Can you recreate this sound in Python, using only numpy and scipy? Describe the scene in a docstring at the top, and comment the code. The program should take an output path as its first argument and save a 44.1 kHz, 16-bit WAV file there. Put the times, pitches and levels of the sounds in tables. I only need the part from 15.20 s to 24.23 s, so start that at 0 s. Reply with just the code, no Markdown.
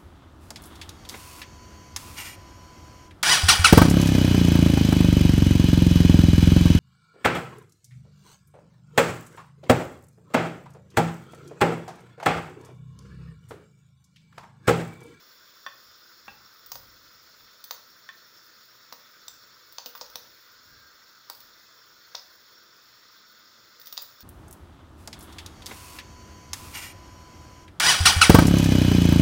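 """Kitchen: small meatballs are pushed off a glass bowl with a wooden spoon into a boiling steel pot.
Balls pat the water and plunge with a slap, a short cavity plop and fine spray; bubbles and the air
in the pot ring. The spoon knocks on the bowl three times, ringing glass and wood; the second knock
also thuds. Collapsing steam bubbles make the pot hiss. Air rumbles faintly on a near microphone
over a low hum; the room adds a short tail."""
import sys
import numpy as np
from scipy import signal
from scipy.fft import rfft, irfft
from scipy.io import wavfile
from scipy.ndimage import uniform_filter1d

SR = 44100
rng = np.random.default_rng(int(sys.argv[2]) if len(sys.argv) > 2 else 0)


def dump_mix(stems):
    """Bounce the given channels to the path in sys.argv[1] as a 16-bit WAV at rate SR."""
    frames = np.atleast_2d(stems).T  # one column per channel
    limited = np.clip(frames, -1, 1)  # hard clip at full scale
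    pcm = np.round(limited * 32767).astype(np.int16)
    wavfile.write(sys.argv[1], SR, pcm)


N = 398223
TIME = np.arange(N) / SR

# balls entering the water: start_s, plop_db, cavity_hz, slap_db, slap_hz, spray_db, entry_s
PLUNGES = [(1.5184, -45, 945, -38.5, 5840, -36.5, .004), (1.5556, -46.5, 930, -46.5, 4700, -42, 0.0026),
           (2.5096, -39, 1140, -36, 5100, -36, 0.0023), (3.7253, -44, 1070, -44.5, 5000, -47, .0028),
           (4.0811, -55, 925, -46, 5340, -46.5, .0012), (4.5838, -43.5, 910, -36.5, 4900, -51, 0.0014),
           (4.6602, -46.5, 523, -40, 4900, -39, 0.0056), (4.7518, -47, 1220, -47.5, 3850, -43, 0.0062),
           (4.8121, -44.5, 775, -38, 5270, -48, 0.0083), (4.9567, -45.5, 895, -36, 4230, -39.5, 0.00091),
           (6.0995, -44, 905, -40.5, 4730, -39.5, 0.00089), (6.949, -42, 865, -48, 3850, -54, 0.0011),
           (6.952, -50.5, 1100, -34, 4670, -50, 0.0023), (8.7712, -72, 1300, -42.5, 3900, -57, 0.0013),
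           (8.7773, -46, 980, -32, 4550, -40, .0014)]
# broad spectrum of the boil: freq_hz, relative_db
BOIL_COLOUR = [(200, -10.5), (560, -9), (780, -17), (1200, -4), (1650, -10.5), (2400, -21.5), (3000, -15),
               (3600, -10.5), (5300, -4.5), (6000, -13), (7300, -14.5), (8100, -34), (11600, -33),
               (14000, -35), (14800, -4.5), (15800, -8)]


def impact(plop_db, cavity_hz, slap_db, slap_hz, spray_db, entry_s, size=4096):
    """A ball slaps the surface, opens a short-lived air cavity and throws fine spray."""
    # spectra of plop (shaped by the air in the pot), slap and spray: freq_hz, relative_db
    plop_colour = [(150, -19.5), (330, -10), (490, 6.5), (600, 1), (710, -0.5), (880, 4.5), (1450, -0.5),
                   (2200, -2), (4000, 2), (9000, -48)]
    slap_colour = [(1200, -9), (2400, -3.5), (3100, -5.5), (3700, 2), (4150, -5.5), (4600, 2), (5300, 0.5),
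                   (6000, -0.5), (6900, -4.5), (7600, -14), (8400, -20), (11000, -14), (14000, -23)]
    spray_colour = [(1000, -24), (5000, -28), (7500, -19), (9000, -21.5), (10200, -18), (11500, -20),
                    (13800, -12), (15000, 1.5), (15800, 1), (16400, -12.5)]
    hz = np.fft.rfftfreq(size, 1 / SR)
    plop = burst(resonance(hz, cavity_hz, q=1.72) * amp(read(plop_colour, hz)), entry_s, grit=0.26)
    slap = burst(resonance(hz, slap_hz, q=1.06) ** 2 * amp(read(slap_colour, hz)), entry_s, grit=1.03)
    contrast = (entry_s / 0.003) ** 0.39  # quick entry: broad crack; slow entry: only the finest fizz
    spray = burst(amp(read(spray_colour, hz) * contrast), 2.4 * entry_s, grit=3.0)
    return amp(plop_db) * plop + amp(slap_db) * slap + amp(spray_db) * spray


def splashes():
    """Full plunges, plus light pats that open hardly any cavity."""
    # a ball or drop touches the surface: start_s, slap_db, spray_db
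    pats = [(1.4617, -54.5, -45), (2.441, -45, -40.5), (4.5243, -56, -48), (4.777, -52, -54),
            (4.8634, -51, -67), (4.9, -56, -51), (6.15, -55, -51), (6.204, -53.5, -48.5), (8.598, -58, -50),
            (8.615, -53, -50), (8.658, -52, -48), (8.671, -45.5, -42), (8.7262, -43.5, -38),
            (8.8195, -55, -37.5), (9.0064, -53, -46.5)]
    out = np.zeros(N)
    for start_s, *plunge in PLUNGES:
        add(out, start_s, impact(*plunge))
    for start_s, slap_db, spray_db in pats:
        pat = impact(plop_db=spray_db - 21, cavity_hz=1300, slap_db=slap_db, slap_hz=4630,
                     spray_db=spray_db, entry_s=0.0029)
        add(out, start_s, pat)
    return out


def plunge_rings(rise_per_s=0.17, attack_s=0.00054):
    """Trapped bubbles and, near 480 Hz, the air in the pot ring as damped, slightly rising sines."""
    # rings after plunges: start_s, level_db, pitch_hz
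    rings = [(1.5556, -40.5, 530), (3.729, -52.5, 245), (4.0818, -29.5, 3670), (4.0818, -29.5, 5940),
             (4.0827, -25.5, 7480), (4.5841, -34, 840), (4.6604, -39, 465), (4.664, -49, 260),
             (4.6625, -34.5, 2880), (4.751, -37, 1173), (4.7542, -37.5, 1403), (4.8126, -32.5, 840),
             (4.8142, -37, 502), (4.957, -43.5, 465), (6.1, -40.5, 806), (6.9655, -30, 5500),
             (6.98, -32, 4900), (6.995, -29, 5150)]
    t, out = np.arange(SR // 5) / SR, np.zeros(N)
    for start_s, level_db, pitch_hz in rings:
        t60_s = 0.03 * (pitch_hz / 1000) ** -0.6  # higher rings die sooner
        envelope = (1 - np.exp(-t / attack_s)) * decay(t, t60_s)
        tone = np.sin(2 * np.pi * pitch_hz * t * (1 + rise_per_s * t))
        add(out, start_s, amp(level_db) * envelope * tone)
    return out


def spoon_knocks(crack_db=-16, size=4096):
    """Each blow cracks and rings glass and wood; where it lands decides which modes speak most."""
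    # spoon on bowl: start_s, glass_db, wood_db, driven_hz, contact_q
    blows = [(0.4638, -30, -42.5, 1340, 0.65), (1.0807, -48, -34.5, 1400, 0.42),
             (2.8896, -33.5, -54, 1840, 1.76)]
    # modes of the glass bowl and the wooden spoon: pitch_hz, relative_db, t60_s
    bowl_modes = [(534, -14.5, 0.13), (1082, -4, 0.08), (1540, 0.5, 0.016), (1803, -0.5, 0.062),
                  (1956, -23, 0.16), (2510, -18, 0.16), (3120, -8, 0.036), (3485, 0.5, 0.05),
                  (4580, -6, 0.037), (5710, 0, 0.047), (5720, -11, 0.12)]
    spoon_modes = [(205, -5.5, 0.068), (820, 3.5, 0.02), (880, 0.5, 0.031), (1120, -5.5, 0.034),
                   (1624, -1, 0.048), (1646, -3, 0.049), (2410, -9, 0.042), (2620, -9, .08),
                   (2694, -4.5, 0.069), (3580, -15, 0.065)]
    t, out = np.arange(SR // 2) / SR, np.zeros(N)
    hz = np.fft.rfftfreq(size, 1 / SR)
    for start_s, glass_db, wood_db, driven_hz, contact_q in blows:
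        for modes, blow_db in ((bowl_modes, glass_db), (spoon_modes, wood_db)):
            for k, (pitch_hz, mode_db, t60_s) in enumerate(modes):
                gain = (-1) ** k * resonance(pitch_hz, driven_hz, contact_q) * amp(blow_db + mode_db)
                add(out, start_s, gain * decay(t, t60_s) * np.sin(2 * np.pi * pitch_hz * t))
        crack = burst(resonance(hz, driven_hz, q=0.9) ** 2, decay_s=0.01, grit=0.87)
        add(out, start_s, amp(max(glass_db, wood_db) + crack_db) * crack)
    return out


def boil(body_db=-55.5, pops_per_s=700, pop_spread_db=5.0, pop_share=0.15, fizz_above_hz=9000):
    """Countless collapsing bubbles, a few of them larger, ring the pot."""
    # pot resonances and the microphone's bright peak near 15 kHz: centre_hz, width_hz, relative_db
    hiss_peaks = [(498, 31, -5), (1299, 21, 1.5), (1346, 15.4, 3), (1449, 55, 2), (1560, 35, 2),
                  (1920, 710, -8), (2606, 74, -9.5), (3503, 275, -4.5), (4120, 70, -6), (4373, 46, 2),
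                  (5020, 74, -2.5), (5492, 89, 1.5), (6880, 330, -12.5), (8520, 79, -23.5),
                  (10150, 195, -17.5), (10680, 130, -23), (12600, 70, -26), (12950, 670, -14.5),
                  (15100, 360, -3)]
    hz = np.fft.rfftfreq(N, 1 / SR)
    pops = (rng.random(N) < pops_per_s / SR) * rng.choice([-1, 1], N)
    pop_gain = amp(pop_spread_db * np.minimum(rng.exponential(1, N), 5))
    drive = rfft(rng.standard_normal(N) + pop_share * unit(pops * pop_gain))
    power = amp(read(BOIL_COLOUR, hz)) ** 2
    for centre_hz, width_hz, peak_db in hiss_peaks:
        power += (amp(peak_db) / (1 + ((hz - centre_hz) / (0.68 * width_hz)) ** 2)) ** 2
    ripple_db = 1.9 / (1 + hz / 7000) * wander(len(hz), 150)  # weak wall modes, merging in the treble
    bass_cut = hz ** 2 / (hz ** 2 + 120 ** 2)  # small bubbles radiate little bass
    spectrum = drive * np.sqrt(power) * amp(ripple_db) * bass_cut
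    fine = hz > fizz_above_hz
    body = unit(irfft(spectrum * ~fine, N)) * amp(body_db + 0.24 * wander(N, 2500))
    fizz = unit(irfft(spectrum * fine, N)) * fizz_gain() * amp(0.9 * wander(N, 1600))
    return body + fizz


def fizz_gain(start_db=-57, cooling_db_per_s=0.5, stir_db=-60):
    """The fizz thins as the water cools and flares up at every plunge."""
    base_power = amp(start_db - cooling_db_per_s * TIME) ** 2
    stir_power = sum(surge(start_s, rise_s=0.035, fade_s=0.36) ** 2 for start_s, *_ in PLUNGES)
    return np.sqrt(base_power + amp(stir_db) ** 2 * stir_power)


def simmer(pitches=24, blips_per_s=140, level_db=-72):
    """Steam bubbles burst all over the surface as tiny rising blips."""
    out = np.zeros(N)
    for pitch_hz in np.geomspace(950, 2100, pitches):
        cycles = np.arange(2000) * pitch_hz / SR
        envelope = np.exp(-cycles / 6) * (1 - np.exp(-cycles))
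        blip = envelope * np.sin(2 * np.pi * cycles * (1 + 0.0049 * cycles))
        starts_s = rng.uniform(0, N / SR, round(blips_per_s * N / SR / pitches))
        for start_s, strength in zip(starts_s, rng.exponential(1, 200)):
            add(out, start_s, amp(1.5 * min(strength, 3) + read(BOIL_COLOUR, pitch_hz)) * blip)
    return amp(level_db) * unit(out)


def pot_singing():
    """Bubbles briefly favour one resonance of the pot."""
    # faint spells of narrow noise: start_s, end_s, pitch_hz, width_hz, level_db
    spells = [(0.2, 1.35, 5000, 60, -65.5), (1.8, 2.05, 5040, 74, -67), (5.46, 5.726, 1595, 60, -61)]
    hz, out = np.fft.rfftfreq(N, 1 / SR), np.zeros(N)
    for start_s, end_s, pitch_hz, width_hz, level_db in spells:
        progress = np.clip((TIME - start_s) / (end_s - start_s), 0, 1)
        swell = np.sqrt(np.sin(np.pi * progress).clip(0))
        band = 1 / (1 + ((hz - pitch_hz) / (0.5 * width_hz)) ** 2)
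        out += amp(level_db) * swell * noise(band)
    return out


def churn(x, patch_db=1.0, mode_db=1.02):
    """Rolling water shifts which resonances are strong: in narrow slow patches and broad quick ones."""
    spectra = signal.stft(x, nperseg=1024, noverlap=768)[2]
    shift_db = np.zeros(spectra.shape)
    for depth_db, bins, frames in ((patch_db, 5, 36), (mode_db, 26, 3)):
        field = uniform_filter1d(rng.standard_normal(spectra.shape), bins, axis=0)
        shift_db += depth_db * unit(uniform_filter1d(field, frames, axis=1))
    return signal.istft(spectra * amp(shift_db), nperseg=1024, noverlap=768)[1][:N]


def rumble_and_hum(draught_db=-84.5, hum_hz=123, hum_db=-83):
    """Low rumble of air on the microphone and one spoon thud, over a faint, wavering hum."""
    # spectrum of the rumble: freq_hz, relative_db
    rumble_colour = [(15, -40), (30, -5), (45, -3), (90, 0.5), (130, -1), (180, -15.5), (300, -6),
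                     (700, -75)]
    # puffs of air and, at 1.11 s, the thud of the second spoon knock: peak_s, level_db, fade_s
    low_swells = [(.69, -70, 0.043), (1.11, -67, 0.16), (1.55, -59.5, .25), (2.23, -67.5, .05),
                  (4.1, -71, 0.19), (4.85, -72, 0.33), (5.52, -60.5, 0.12), (6.25, -70, 0.087),
                  (8.87, -73, .12)]
    rumble = noise(amp(read(rumble_colour, np.fft.rfftfreq(N, 1 / SR))))
    hum = np.sqrt(2) * np.sin(2 * np.pi * np.cumsum(hum_hz + 2.61 * wander(N, 4086)) / SR)
    power = amp(draught_db + 3 * wander(N, 5040)) ** 2
    for peak_s, level_db, fade_s in low_swells:
        power += (amp(level_db) * surge(peak_s, rise_s=0.053, fade_s=fade_s)) ** 2
    return rumble * np.sqrt(power) + amp(hum_db + 2.5 * wander(N, 6000)) * hum


def echoes(x, t60_table, delay_s):
    """Dense reflections that die at their own rate in each band."""
    hz, t, spectra = signal.stft(rng.standard_normal(SR // 2), SR, nperseg=128)
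    tail = signal.istft(spectra * decay(t, read(t60_table, hz)[:, None]), SR, nperseg=128)[1]
    tail = np.concatenate([np.zeros(round(delay_s * SR)), tail])
    return signal.fftconvolve(x, tail / np.linalg.norm(tail))[:N]


def burst(gain, decay_s, grit, size=4096):
    """A sharp contact and a dying scatter, coloured by gain; energy of 10 ms at rms 1."""
    t = np.arange(size) / SR
    scatter = rng.standard_normal(size) * np.exp(-t / decay_s) * (1 - np.exp(-t / 0.00024))
    drive = grit * scatter / np.linalg.norm(scatter)
    drive[0] += 1
    sound = irfft(rfft(drive) * minimum_phase(gain))
    return sound / np.linalg.norm(sound) * np.sqrt(SR / 100)


def minimum_phase(gain):
    """Spectrum of the tightest causal response with this gain."""
    log_gain = np.log(np.maximum(gain, 1e-5))
    mirrored = np.concatenate([log_gain, log_gain[-2:0:-1]])
    return np.exp(np.conj(signal.hilbert(mirrored)))[:len(gain)]


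def resonance(hz, centre_hz, q):
    """Gain of a single resonance."""
    ratio = (hz + 1) / centre_hz
    return 1 / np.sqrt(1 + (q * (ratio - 1 / ratio)) ** 2)


def noise(gain):
    """Noise of rms 1, coloured by gain."""
    return unit(irfft(rfft(rng.standard_normal(N)) * gain, N))


def wander(size, span):
    """Random curve of rms 1 that changes over span points."""
    knots = rng.standard_normal(size)
    return unit(np.interp(np.arange(size) / span, np.arange(size), knots))


def surge(peak_s, rise_s, fade_s):
    """Gain that climbs to 1 at peak_s, then dies away."""
    return np.exp(np.minimum((TIME - peak_s) / rise_s, (peak_s - TIME) / fade_s))


def decay(t, t60_s):
    """Gain that falls 60 dB in t60_s."""
    return np.exp(-np.log(1000) * t / t60_s)


def amp(db):
    """Decibels to gain."""
    return 10 ** (np.asarray(db) / 20)


def unit(x):
    """Scales to rms 1."""
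    return x / np.sqrt(np.mean(abs(x) ** 2) + 1e-20)


def read(table, hz):
    """Interpolates a table on a log-frequency axis."""
    freq_hz, value = np.transpose(table)
    return np.interp(np.log(hz + 1), np.log(freq_hz + 1), value)


def add(mix, start_s, sound):
    """Mixes a sound in at start_s."""
    part = mix[round(start_s * SR):][:len(sound)]
    part += sound[:len(part)]


def scene(wall_db=-9, room_db=-6):
    """Splashes bounce between the pot walls; they and the knocks echo in the kitchen, over the boil."""
    # reverberation of kitchen and pot: freq_hz, t60_s
    kitchen_decay = [(200, 1), (1000, 0.37), (5000, 0.3), (15000, 0.37)]
    pot_decay = [(500, 0.026), (15000, 0.014)]
    water = splashes() + plunge_rings()
    knocks = spoon_knocks()
    water += amp(wall_db) * echoes(water, pot_decay, delay_s=0.001514)
    room = amp(room_db) * echoes(water + knocks, kitchen_decay, delay_s=0.006)
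    mono = water + knocks + room + churn(boil() + simmer() + pot_singing()) + rumble_and_hum()
    return np.array([mono, mono])


def record(dry, cutoff_hz=15820):
    """Steep low-pass on both channels."""
    lowpass = signal.firwin(711, cutoff_hz, window=("kaiser", 9), fs=SR)
    return signal.oaconvolve(dry, lowpass[None], "same")


dry = scene()
out = record(dry)
dump_mix(out)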